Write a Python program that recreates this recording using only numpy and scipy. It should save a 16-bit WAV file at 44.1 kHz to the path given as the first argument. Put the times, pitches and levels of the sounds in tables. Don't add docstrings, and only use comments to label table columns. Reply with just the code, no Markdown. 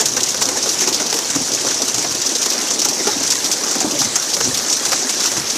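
import sys
import numpy as np
from scipy import signal
from scipy.fft import rfft, irfft, next_fast_len
from scipy.io import wavfile
from scipy.ndimage import uniform_filter1d

SR = 44100
rng = np.random.default_rng(int(sys.argv[2]) if len(sys.argv) > 2 else 0)


def elevation(decibels):
    levels = np.asarray(decibels, float)
    return 10 ** (levels / 20)


def waveform_to_disk(signal):
    frames = np.transpose(np.atleast_2d(signal))
    scaled = np.clip(frames, -1, 1) * 32767
    samples = np.round(scaled).astype(np.int16)
    wavfile.write(sys.argv[1], SR, samples)


N = 245637
TIME = np.arange(N) / SR


def unit(x):
    return x / np.sqrt(np.mean(x ** 2))


def shape(table, hz):
    f, db = np.transpose(table)
    return elevation(np.interp(np.log(hz + 1), np.log(f), db, left=-90, right=-90))


def colour(x, table):
    cepstrum = irfft(np.log(shape(table, np.linspace(0, SR / 2, 2049))))
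    cepstrum[1:2048] *= 2
    cepstrum[2049:] = 0
    response = irfft(np.exp(rfft(cepstrum)))
    return unit(signal.fftconvolve(x, response)[:N])


def drops(abundance, spread_db, tail_s):
    chance, size = rng.random((2, N))
    hits = (chance < abundance / SR) * elevation(-spread_db * np.log(size + 0.05))
    return unit(signal.lfilter([1], [1, -np.exp(-1 / (tail_s * SR))], hits))


def patchy(x, step, flicker_db, rate):
    fft_size = next_fast_len(N, real=True)
    spectrum = rfft(x, fft_size)
    position = np.log2(np.linspace(1, SR / 2, fft_size // 2 + 1)) / step
    out = np.zeros(N)
    for k in np.arange(np.ceil(4 / step), 15 / step):
        part = spectrum * np.clip(1 - np.abs(position - k), 0, 1)
        if np.max(np.abs(part)) < 1e-3 * np.max(np.abs(spectrum)):
            continue
        band = irfft(part, fft_size)[:N]
        level = np.interp(TIME * rate, np.arange(400), rng.standard_normal(400))
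        out += band * elevation(flicker_db * level)
    return unit(out)


def bursts(times, db, t60, rise_s):
    power = np.zeros(N)
    for t, level_db in zip(times, db):
        span = slice(int(t * SR), int((t + 0.2) * SR))
        age = np.clip(TIME[span] - t, 0, None)
        smeared_rise_s = rise_s * elevation(0.78 * (np.max(db) - level_db))
        rise = 1 - np.exp(-age / smeared_rise_s)
        power[span] += (elevation(level_db) * rise * 1000 ** (-age / t60)) ** 2
    return np.sqrt(power)


# (frequency [Hz], density [dB per Hz])
SPRAY_SPECTRUM = [(450, -24), (700, -13.5), (1500, -9.5), (2700, -11.5), (4200, -7.5), (5100, -4),
                  (5900, 1), (7000, -4.5), (8700, -13), (11000, -19.5), (15000, -27), (16000, -34)]


def bubbles(abundance, cycles, spread_db):
    out = np.zeros(N)
    for hz in np.geomspace(800, 14000, 40):
        count = int(abundance * hz / 1000)
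        when, size = rng.random((2000, 2)).T[:, :count]
        births = np.zeros(N)
        births[(when * N).astype(int)] = elevation(-spread_db * np.log(size + 0.05))
        fade = np.exp(-hz / cycles / SR)
        turn = 2 * np.pi * hz / SR
        ring = signal.lfilter([1, 0, -1], [1, -2 * fade * np.cos(turn), fade ** 2], births)
        out += shape(SPRAY_SPECTRUM, hz) * np.sqrt(hz) * ring
    return unit(out)


def spray(db):
    close_drops = uniform_filter1d(drops(abundance=350, spread_db=5.0, tail_s=0.00033), size=12)
    curtain = (2 + 0.41 * close_drops) * rng.standard_normal(N)
    hiss = patchy(colour(curtain, SPRAY_SPECTRUM), step=0.5, flicker_db=2.5, rate=25)
    foam = bubbles(abundance=40, cycles=11.0, spread_db=5.5)
    return elevation(db - 0.7) * unit(hiss + 0.58 * foam)


# (time [s], crack level [dB], thump level [dB], plank pitch [Hz])
FLOPS = [(0.0, -9.5, -19, 430), (0.1664, -8.5, -25, 499), (0.343, -17, -24, 514), (0.415, -11, -23.5, 445),
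         (0.4871, -12, -24.5, 506), (0.5679, -16, -22.5, 510), (0.6567, -15, -21, 552),
         (0.8734, -9.5, -17, 382), (0.9983, -14, -21.5, 613), (1.0179, -16, -22, 378),
         (1.125, -13.5, -27.5, 440), (1.3494, -13.5, -23, 297), (1.666, -12, -20, 556),
         (1.9776, -16, -29, 300), (2.044, -14.5, -23.5, 716), (2.8577, -16, -23.5, 835),
         (3.0698, -9.5, -12.5, 409), (3.6359, -12.5, -27, 276), (3.7537, -15.5, -23, 268),
         (3.8095, -15, -20, 750), (4.0151, -11.5, -26, 803), (4.156, -9, -26.5, 410),
         (4.3655, -16.5, -24.5, 560), (4.4047, -12.5, -20, 466), (4.918, -10.5, -22.5, 540),
         (4.928, -13.5, -21, 775), (5.2493, -13, -25.5, 329), (5.3147, -13.5, -26, 557),
         (5.367, -13, -22, 328), (5.5547, -14.5, -26, 296)]
# (time [s], crack level [dB])
FLICKS = [(0.0082, -10.5), (0.056, -4.5), (0.204, -12.5), (0.232, -10.5), (0.2875, -12), (0.409, -13),
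          (0.4232, -10), (0.6265, -11), (0.6903, -10), (0.927, -12.5), (0.9435, -11.5), (1.063, -12.5),
          (1.5357, -11), (1.742, -15), (1.818, -10), (2.0246, -11), (2.147, -12), (2.5016, -11.5),
          (2.7909, -8.5), (2.8852, -8.5), (3.2299, -11), (3.3025, -9.5), (3.444, -9.5), (3.5146, -8.5),
          (3.9083, -14), (4.3363, -7.5), (4.5733, -8.5), (4.726, -8), (5.2585, -9), (5.4987, -13.5)]
# (time [s], crack level [dB])
SPLATS = [(0.085, -16.5), (0.118, -15), (0.3043, -16), (0.4542, -14), (0.726, -17), (0.8243, -14.5),
          (1.2174, -18), (1.416, -18), (1.517, -12), (1.546, -14), (1.6085, -16.5), (1.847, -13.5),
          (2.1144, -14), (2.2593, -12), (2.292, -15), (2.3509, -13), (2.5215, -13), (2.5344, -12),
          (2.6126, -15), (2.738, -14), (2.9313, -13.5), (3.2748, -15), (3.3486, -12.5), (3.6798, -16.5),
          (3.951, -15), (4.003, -12.5), (4.2954, -16), (4.5431, -12), (4.6975, -13), (4.764, -15)]
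# (time [s], crack level [dB])
TAILS = [(0.8074, -7), (0.8852, -13), (1.0967, -16), (1.14, -14), (1.1655, -14), (1.1875, -13.5),
         (1.3, -11.5), (1.6847, -14.5), (1.7077, -13), (1.8804, -9.5), (1.9428, -11), (2.2172, -13.5),
         (2.4157, -12.5), (2.429, -14), (2.4588, -9.5), (2.7051, -13), (2.8168, -10.5), (2.8483, -8.5),
         (3.09, -19), (3.318, -9), (3.4593, -14), (3.605, -17.5), (3.8033, -9), (4.041, -14),
         (4.2216, -12.5), (4.443, -13), (4.8514, -10), (5.0931, -9), (5.2028, -10), (5.2358, -10.5)]
# (frequency [Hz], density [dB per Hz])
CRACK_SPECTRUM = [(1500, -41), (2500, -17.5), (3900, -10), (5000, -6), (5900, -0.5), (7000, -5.5),
                  (8700, -15.5), (11000, -21.5), (15000, -26), (16000, -40)]
# (frequency [Hz], density [dB per Hz])
BODY_SPECTRUM = [(400, -21), (750, -3), (1300, -1.5), (2200, -6), (3200, -13), (5000, -32.5)]


def slaps():
    kinds = [(FLOPS, -9), (TAILS, -15), (FLICKS, -23.5), (SPLATS, -21.5)]
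    rows = [(t, db, body_db) for table, body_db in kinds for t, db, *_ in table]

    patter_db, patter_spread_db, patter_body_db = -20, 3, -19.5
    when = rng.random(90) * N / SR
    size = rng.standard_normal(90)
    rows += [(t, patter_db + patter_spread_db * z, patter_body_db) for t, z in zip(when, size)]
    t, db, body_db = np.transpose(rows)

    spatter = (0.5 + 0.29 * drops(abundance=440, spread_db=7.5, tail_s=0.0007)) * rng.standard_normal(N)
    crack = patchy(colour(spatter, CRACK_SPECTRUM), step=0.4, flicker_db=2.5, rate=55)
    body = patchy(colour(spatter, BODY_SPECTRUM), step=0.43, flicker_db=2.7, rate=22)
    tick_level = bursts(t, db + 0.97, t60=0.014, rise_s=0.00016)
    crack_level = bursts(t, db + 1.0, t60=0.077, rise_s=0.001)
    body_level = bursts(t, db + body_db + 3.0, t60=0.078, rise_s=0.00088)
    return crack * np.hypot(tick_level, crack_level) + body * body_level


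# (time [s], level [dB], plank pitch [Hz])
KNOCKS = [(0.012, -20.5, 876), (0.217, -23.5, 380), (0.468, -23.5, 273), (0.552, -25.5, 864),
          (0.669, -23, 453), (0.817, -18.5, 362), (1.144, -18.5, 457), (1.36, -15, 285),
          (1.413, -22.5, 265), (1.607, -24, 359), (1.798, -22.5, 644), (1.825, -24.5, 269),
          (2.284, -24, 272), (2.317, -24.5, 334), (2.355, -26, 477), (3.082, -18, 853), (2.704, -26, 500),
          (2.897, -24, 274), (3.004, -23.5, 367), (3.157, -20.5, 272), (3.445, -20.5, 292),
          (3.844, -14, 305), (3.866, -22.5, 214), (3.932, -20, 303), (4.002, -20.5, 286),
          (4.046, -25.5, 224), (4.456, -20.5, 283), (4.471, -19, 251), (3.949, -24, 578), (5.044, -23, 258)]


def thumps():
    rows = list(KNOCKS) + [(t, db, pitch_hz) for t, _, db, pitch_hz in FLOPS]
    rattle_spectrum = [(100, -32), (200, -4.5), (450, -5.5), (800, -4.0), (1300, -21.5)]  # (Hz, dB)
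    rattle = colour(rng.standard_normal(N), rattle_spectrum)
    out = np.zeros(N + SR)
    age = np.arange(SR // 3) / SR
    for t, db, pitch_hz in rows:
        upper, lower = rng.standard_normal(2)
        phase = 2 * np.pi * pitch_hz * age
        ring = np.sin(phase)
        ring += 0.32 * np.sin(phase * (1.1 + 0.161 * upper))
        ring += 0.21 * np.sin(phase * (0.69 + 0.045 * lower))
        t60 = 0.099 * (300 / pitch_hz) ** 0.3
        soft_rise = (1 - np.exp(-age / 0.0019)) ** 2
        start = int(t * SR)
        out[start:start + len(age)] += elevation(db + 5.0) * soft_rise * 1000 ** (-age / t60) * ring
    times, levels_db, _ = np.transpose(rows)
    return out[:N] + rattle * bursts(times, levels_db - 3, t60=0.066, rise_s=0.0014)


# (time [s], peak level [dB], half length [s])
WAVES = [(0.15, -44, .15), (0.45, -43.5, 0.11), (0.9, -45.5, 0.17), (1.37, -38, .04), (1.55, -44.5, 0.19),
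         (1.968, -35, 0.026), (2.1, -43, 0.1), (3.2, -44, 0.088), (4.045, -37.5, .05), (4.46, -33, 0.07),
         (4.927, -43, .05), (5.385, -36, .04)]
# (frequency [Hz], density [dB per Hz])
WASH_SPECTRUM = [(110, -37), (170, -13.5), (220, -2.5), (290, 0.5), (380, 0), (650, -5), (900, -7.5),
                 (1200, -12.5), (1600, -33.5)]
# (frequency [Hz], density [dB per Hz])
RUMBLE_SPECTRUM = [(15, -62), (25, -22), (45, -16.5), (70, -12.5), (100, -4), (150, -0.5), (200, -8),
                   (260, -40)]


def sea(wash_db):
    gurgle = 0.5 + 0.28 * drops(abundance=180, spread_db=10.5, tail_s=0.0095)
    wash = colour(gurgle * rng.standard_normal(N), WASH_SPECTRUM)
    wash = patchy(wash, step=0.55, flicker_db=0.1, rate=18)
    rumble = colour(rng.standard_normal(N), RUMBLE_SPECTRUM)
    rumble = patchy(rumble, step=0.5, flicker_db=2.0, rate=8.3)

    swell_power = np.full(N, elevation(-49) ** 2)
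    for t, db, half_s in WAVES:
        swell_power += elevation(db) ** 2 * np.exp(-((TIME - t) / half_s) ** 2)
    return elevation(wash_db + 0.38) * wash + elevation(0.6) * np.sqrt(swell_power) * rumble


# (time [s], spray level [dB], wash level [dB])
WATER = [(0.0, -21, -30.5), (0.3, -23, -30.5), (0.7, -19.5, -30), (1.13, -21.5, -29), (1.32, -20, -32),
         (1.45, -20.5, -31), (2.05, -21.5, -30.5), (2.45, -21.5, -30.5), (2.56, -20, -28),
         (2.93, -22.5, -30), (3.0, -19.5, -28.5), (3.4, -20, -31), (3.75, -20.5, -27.5), (4.0, -20.5, -31),
         (4.5, -19.5, -32.5), (4.92, -19, -30.5), (5.1, -20, -32), (5.57, -20.5, -31.5)]


def scene():
    t, *columns = np.transpose(WATER)
    spray_db, wash_db = (np.interp(TIME, t, column) for column in columns)
    mix = spray(spray_db) + slaps() + thumps() + sea(wash_db)
    return mix[None]


def thin_out(x, low_db, top_db, top_hz):
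    frames = dict(fs=SR, window="cosine", nperseg=2048, noverlap=1024)
    hz, _, lines = signal.stft(x, **frames)
    nearby = np.sqrt(uniform_filter1d(np.abs(lines) ** 2, size=32, axis=-2))
    bar = elevation(low_db + (top_db - low_db) * (hz / top_hz) ** 3) * (hz > 700)
    kept = lines * (np.abs(lines) > bar[:, None] * nearby)
    return signal.istft(kept, **frames)[1][..., :N]


def band_limit(x):
    return signal.sosfilt(signal.butter(12, 15690, fs=SR, output="sos"), x)


def record(dry):
    ceiling, top_hz = 0.47, 14960
    no_bass = signal.sosfilt(signal.butter(2, 35, "high", fs=SR, output="sos"), dry)
    over = np.abs(no_bass) / ceiling
    limited = no_bass / (1 + over ** 8) ** (1 / 8)
    top_cut = signal.ellip(8, 0.3, 45, top_hz, fs=SR, output="sos")
    mix = thin_out(signal.sosfilt(top_cut, limited), low_db=-8.5, top_db=-1, top_hz=top_hz)
    return band_limit(mix)


dry = scene()
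out = record(dry)
waveform_to_disk(out)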